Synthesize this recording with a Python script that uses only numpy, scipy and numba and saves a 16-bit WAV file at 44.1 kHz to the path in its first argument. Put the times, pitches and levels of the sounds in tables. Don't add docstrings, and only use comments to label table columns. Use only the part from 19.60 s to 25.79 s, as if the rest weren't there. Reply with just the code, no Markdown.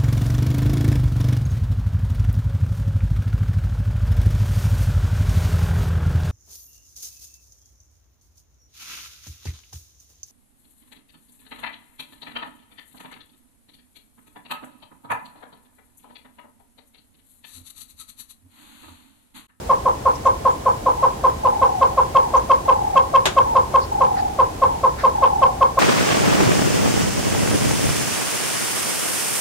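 import sys
import numpy as np
from scipy import signal
from scipy.fft import rfft, irfft
from scipy.io import wavfile
from numba import njit

SR = 44100
rng = np.random.default_rng(int(sys.argv[2]) if len(sys.argv) > 2 else 0)


def to_wav(sig):
    pcm = np.clip(np.atleast_2d(sig), -1, 1) * 32767
    pcm = np.round(pcm).astype(np.int16)
    wavfile.write(sys.argv[1], SR, pcm.T)


N = 272979

# (time of peak [s], vocal effort [dB])
CALLS = [(0.1109, -0.3), (.2723, -3), (.472, -0.3), (0.671, 1), (.868, 0.2), (1.0757, -1), (1.2773, -1.7),
         (1.4439, 0.34), (1.6553, 1.5), (1.8643, -0.8), (2.0329, 1.6), (2.2289, 2), (2.3908, 0.95),
         (2.5664, 3.5), (2.7533, 1.5), (2.9142, 4), (3.098, 2.7), (3.3757, 5), (3.5569, 5), (3.7841, 4),
         (3.9699, 3), (4.157, 2.5), (4.4236, 0.0867), (4.8041, 2), (5.0351, 0.86), (5.251, 0.9),
         (5.4526, 2.5), (5.6395, 2.5), (5.8361, 4), (6.0266, 3), (6.1896, 1.5)]
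CALL_CONTOUR = [(0, 1.386, 0.033, 0.0092), (.098, 1.33, 0.032, 0), (0.17, 1.225, 0.15, 0.012),
                (0.26, 1.018, 0.068, .2), (0.431, 1.018, .15, 0.42), (0.622, 0.978, .11, 0.32),
                (0.73, 0.937, 0.086, 0.36), (.866, 0.804, 0.04, 0.13), (1, 0.714, 0.0064, 0.081)]
# (frequency [Hz], level re first partial [dB])
THROAT_RESPONSE = [(1200, 11.5), (1380, -31), (1600, -19.5), (1900, -49), (2200, -21), (2600, -37.5),
                   (3400, -30)]


def hornbill(base_hz=521.15, sharp_hz=15.1, settle_s=0.6, hz_per_db=3, spread_hz=2.52, jitter=0.0092):
    out = np.zeros(N)
    position, pitch_ratios, *partial_gains = np.transpose(CALL_CONTOUR)
    for peak_s, effort_db in CALLS:
        call_hz = base_hz + sharp_hz * np.exp(-peak_s / settle_s) + hz_per_db * effort_db
        call_hz += spread_hz * rng.standard_normal()
        strain = np.exp((effort_db - 5.5) / 1.15)
        length_s = 0.0373 + 0.0097 * strain
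        progress = np.linspace(0, 1, int(length_s * SR))
        bend = np.interp(progress - 0.14 * strain * progress ** 3, position, pitch_ratios)
        pitch_hz = call_hz * bend * (1 + jitter * wander(398, len(progress)))
        phase = 2 * np.pi * np.cumsum(pitch_hz) / SR
        first, second = (np.interp(progress, position, gain) for gain in partial_gains)
        tone = first * np.sin(phase) + second * np.sin(2 * phase + np.pi / 4)
        for k in range(3, 7):
            throat = undb(np.interp(k * pitch_hz, *np.transpose(THROAT_RESPONSE)))
            tone += first * throat * np.sin(k * phase)
        noise = unit_rms(band(rng.standard_normal(len(progress)), hz=1280, width_hz=300))
        rasp = undb(-20) * second * bump(progress, centre=0.76, width=0.059) * noise
        accent = undb(effort_db * (0.2 + 0.6 * bump(progress, centre=0.6, width=0.12)))
        add(out, peak_s - 0.6 * length_s, accent * (tone + rasp))
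    return out


# (delay [s], level [dB], lag of the left channel [s])
REFLECTIONS = [(.01319, -9, -.00006), (.01442, -6, 0.0028), (.03111, -1, -.00054), (.05025, -11.5, .00039),
               (.06881, -14.5, .00027), (.0934, -20, -.00031)]


def with_reflections(direct):
    return direct + sum(undb(db) * arrive(direct, delay_s, lag_s) for delay_s, db, lag_s in REFLECTIONS)


# (start [s], level [dB])
DOVE_PHRASES = [(1.371, -18), (2.595, -17.5), (3.855, -15.5), (5.08, -15.5)]
# (start in phrase [s], length [s], first pitch [Hz],
# middle pitch [Hz], last pitch [Hz], level re phrase [dB], roll depth [0-1])
DOVE_NOTES = [(0, .09, 730, 942, 705, -2.5, 0.13), (0.459, .375, 862, 836, 790, 2, 0.85),
              (.93, .045, 690, 799.6, 755, -8.5, .05)]


def dove(roll_hz=33, roll_sweep=0.16, waver=0.036, edge_s=0.0083):
    out = np.zeros(N)
    for start_s, phrase_db in DOVE_PHRASES:
        for offset_s, length_s, first_hz, middle_hz, last_hz, note_db, depth in DOVE_NOTES:
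            t = np.arange(int(length_s * SR)) / SR
            parabola = np.polyfit([0, length_s / 2, length_s], [first_hz, middle_hz, last_hz], 2)
            cycle = (roll_hz * t + 0.18 * wander(9, len(t))) % 1
            slide = depth * roll_sweep * (1 - 2 * cycle)
            pitch_hz = np.polyval(parabola, t) * (1 + slide + waver * wander(118.8, len(t)))
            tone = np.sin(2 * np.pi * np.cumsum(pitch_hz) / SR)
            pulses = 1 - depth + depth * np.sin(np.pi * cycle) ** 3.1
            edges = np.clip(np.minimum(t, length_s - t) / edge_s, 0, 1)
            gain = undb(phrase_db + note_db + wander(23.4, len(t)))
            add(out, start_s + offset_s, gain * edges * pulses * tone)
    return out


def bush_scatter(x, t60_s=1.0, onset_s=0.0091):
    t = np.arange(SR * 3 // 4) / SR
    response = rng.standard_normal((2, len(t))) * (1 - np.exp(-t / onset_s)) * decay(t, t60_s)
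    response /= np.sqrt(np.sum(response ** 2) / 2)
    return signal.fftconvolve(x[None], response, axes=1)[:, :N]


# (time [s], level [dB], low-pass corner [Hz])
CLICK_BLOWS = [(3.6557, -12.5, 8800), (3.6626, -18.5, 6000), (3.670, -13, 1000)]
# (frequency [Hz], relative level [dB], 60 dB decay time [s])
CLICK_MODES = [(370, -9, .14), (640, -12, .1), (1220, -13, .1), (1460, -12, .1), (1960, -9, .11),
               (2370, -14, .12), (2850, -16, .06), (3750, -7, .045), (6770, -14, .15)]
# (frequency [Hz], relative level [dB])
CLICK_SPECTRUM = [(300, -1), (1000, 2), (2000, -4), (3700, -1.5), (5000, -9.5), (7000, -5), (10000, -13),
                  (12000, -13), (15500, -24)]


def click(crack_t60_s=0.095, tail_t60_s=0.26, tail_db=-6, tail_hz=5500, low_cut_hz=240):
    out = np.zeros((2, N))
    t = np.arange(SR // 4) / SR
    for start_s, db, corner_hz in CLICK_BLOWS:
        crack_noise, tail_noise = unit_rms(colour(rng.standard_normal((2, 2, len(t))), CLICK_SPECTRUM))
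        crack = crack_noise * decay(t, crack_t60_s)
        tail = undb(tail_db) * lowpass(tail_noise, tail_hz) * decay(t, tail_t60_s)
        ring = sum(undb(mode_db) * decay(t, t60_s) * np.sin(2 * np.pi * (hz * t + rng.random((2, 1))))
                   for hz, mode_db, t60_s in CLICK_MODES)
        add(out, start_s, undb(db) * lowpass(crack + tail + ring, corner_hz))
    return signal.sosfilt(signal.butter(2, low_cut_hz, "high", fs=SR, output="sos"), out)


# (start [s], length [s], centre [Hz], bandwidth [Hz], level [dB])
FOLIAGE_SOUNDS = [(0.539, 0.037, 5470, 900, -42), (0.638, 0.062, 6550, 2000, -42),
                  (.89, 0.057, 7300, 1500, -48.5), (2.755, .04, 6200, 900, -38.5),
                  (4.187, 0.092, 4730, 1000, -40), (4.543, 0.088, 1550, 800, -35),
                  (4.548, 0.087, 4570, 1200, -43), (5.356, 0.1, 1580, 790, -33),
                  (5.365, 0.09, 4500, 2000, -42.5), (5.653, .012, 2730, 1400, -33)]


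def foliage():
    out = np.zeros((2, N))
    for start_s, length_s, hz, width_hz, db in FOLIAGE_SOUNDS:
        window = np.hanning(int(length_s * SR))
        noise = unit_rms(band(rng.standard_normal((2, len(window))), hz, width_hz))
        add(out, start_s, undb(db) * window * noise)
    return out


# (frequency [Hz], relative spectral density [dB])
NOISE_SPECTRUM = [(20, -17), (35, -9), (60, 3.5), (100, -1), (200, -7.5), (400, -9), (800, -14),
                  (1300, -23), (2200, -27.5), (4000, -30.5), (7000, -31), (10000, -35), (16000, -40.5)]
# (frequency [Hz], side level re mid [dB])
NOISE_WIDTH = [(60, -19), (120, -16.5), (200, -9.5), (380, -6.5), (700, 6), (1300, 1.5), (2400, 0.5),
               (15000, 0)]


def rumble_and_hiss(level_db=-30.5, sway_db=0.27):
    mid, side = rng.standard_normal((2, N))
    side = colour(side, NOISE_WIDTH)
    noise = unit_rms(colour(np.array([mid + side, mid - side]), NOISE_SPECTRUM))
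    return noise * undb(level_db + sway_db * wander(2.86, N))


def undb(db):
    return 10 ** (np.asarray(db) / 20)


def unit_rms(x):
    return x / np.sqrt(np.mean(x ** 2))


def decay(t, t60_s):
    return np.exp(-np.log(1000) * t / t60_s)


def bump(x, centre, width):
    return np.exp(-((x - centre) / width) ** 2)


def lowpass(x, hz):
    return signal.lfilter(*signal.butter(1, hz, fs=SR), x)


def band(x, hz, width_hz):
    edges = [hz - width_hz / 2, hz + width_hz / 2]
    return signal.sosfilt(signal.butter(2, edges, "band", fs=SR, output="sos"), x)


def colour(x, points):
    hz, db = np.transpose(points)
    bins_hz = np.fft.rfftfreq(x.shape[-1], 1 / SR)
    gain = undb(np.interp(np.log(bins_hz + 1), np.log(hz), db))
    return irfft(rfft(x) * gain, x.shape[-1])


def wander(rate_hz, size):
    knots = rng.standard_normal(int(size / SR * rate_hz) + 2)
    return np.interp(np.arange(size) / SR * rate_hz, np.arange(len(knots)), knots)


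def add(track, start_s, x):
    i = int(start_s * SR)
    track[..., i:i + x.shape[-1]] += x[..., :max(N - i, 0)]


def arrive(x, delay_s, lag_s):
    t = np.arange(N) / SR
    return np.array([np.interp(t - delay_s - side * lag_s / 2, t, x, left=0) for side in (1, -1)])


@njit
def follow(x, attack, release):
    out, level = np.empty(len(x)), 0.
    for i in range(len(x)):
        level += (x[i] - level) * (attack if x[i] > level else release)
        out[i] = level
    return out


def scene(call_scatter_db=-18, dove_scatter_db=-7, left_over_right_db=0.5):
    calls, coos = hornbill(), dove()
    scatter = bush_scatter(undb(call_scatter_db) * calls + undb(dove_scatter_db) * coos)
    birds = with_reflections(calls) + arrive(coos, delay_s=0, lag_s=0.00049) + scatter
    balance = undb([[left_over_right_db / 2], [-left_over_right_db / 2]])
    return balance * (birds + click() + foliage()) + rumble_and_hiss()


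def record(dry, threshold=0.41, attack_s=0.011, release_s=0.067, ceiling=0.54, knee=15, top_hz=15850):
    level = follow(np.abs(dry).max(axis=0), 1 / (attack_s * SR), 1 / (release_s * SR))
    limited = dry / np.maximum(level / threshold, 1)
    rounded = limited / (1 + np.abs(limited / ceiling) ** knee) ** (1 / knee)
    return signal.sosfilt(signal.ellip(10, .1, 70, top_hz, fs=SR, output="sos"), rounded)


dry = scene()
out = record(dry)
to_wav(out)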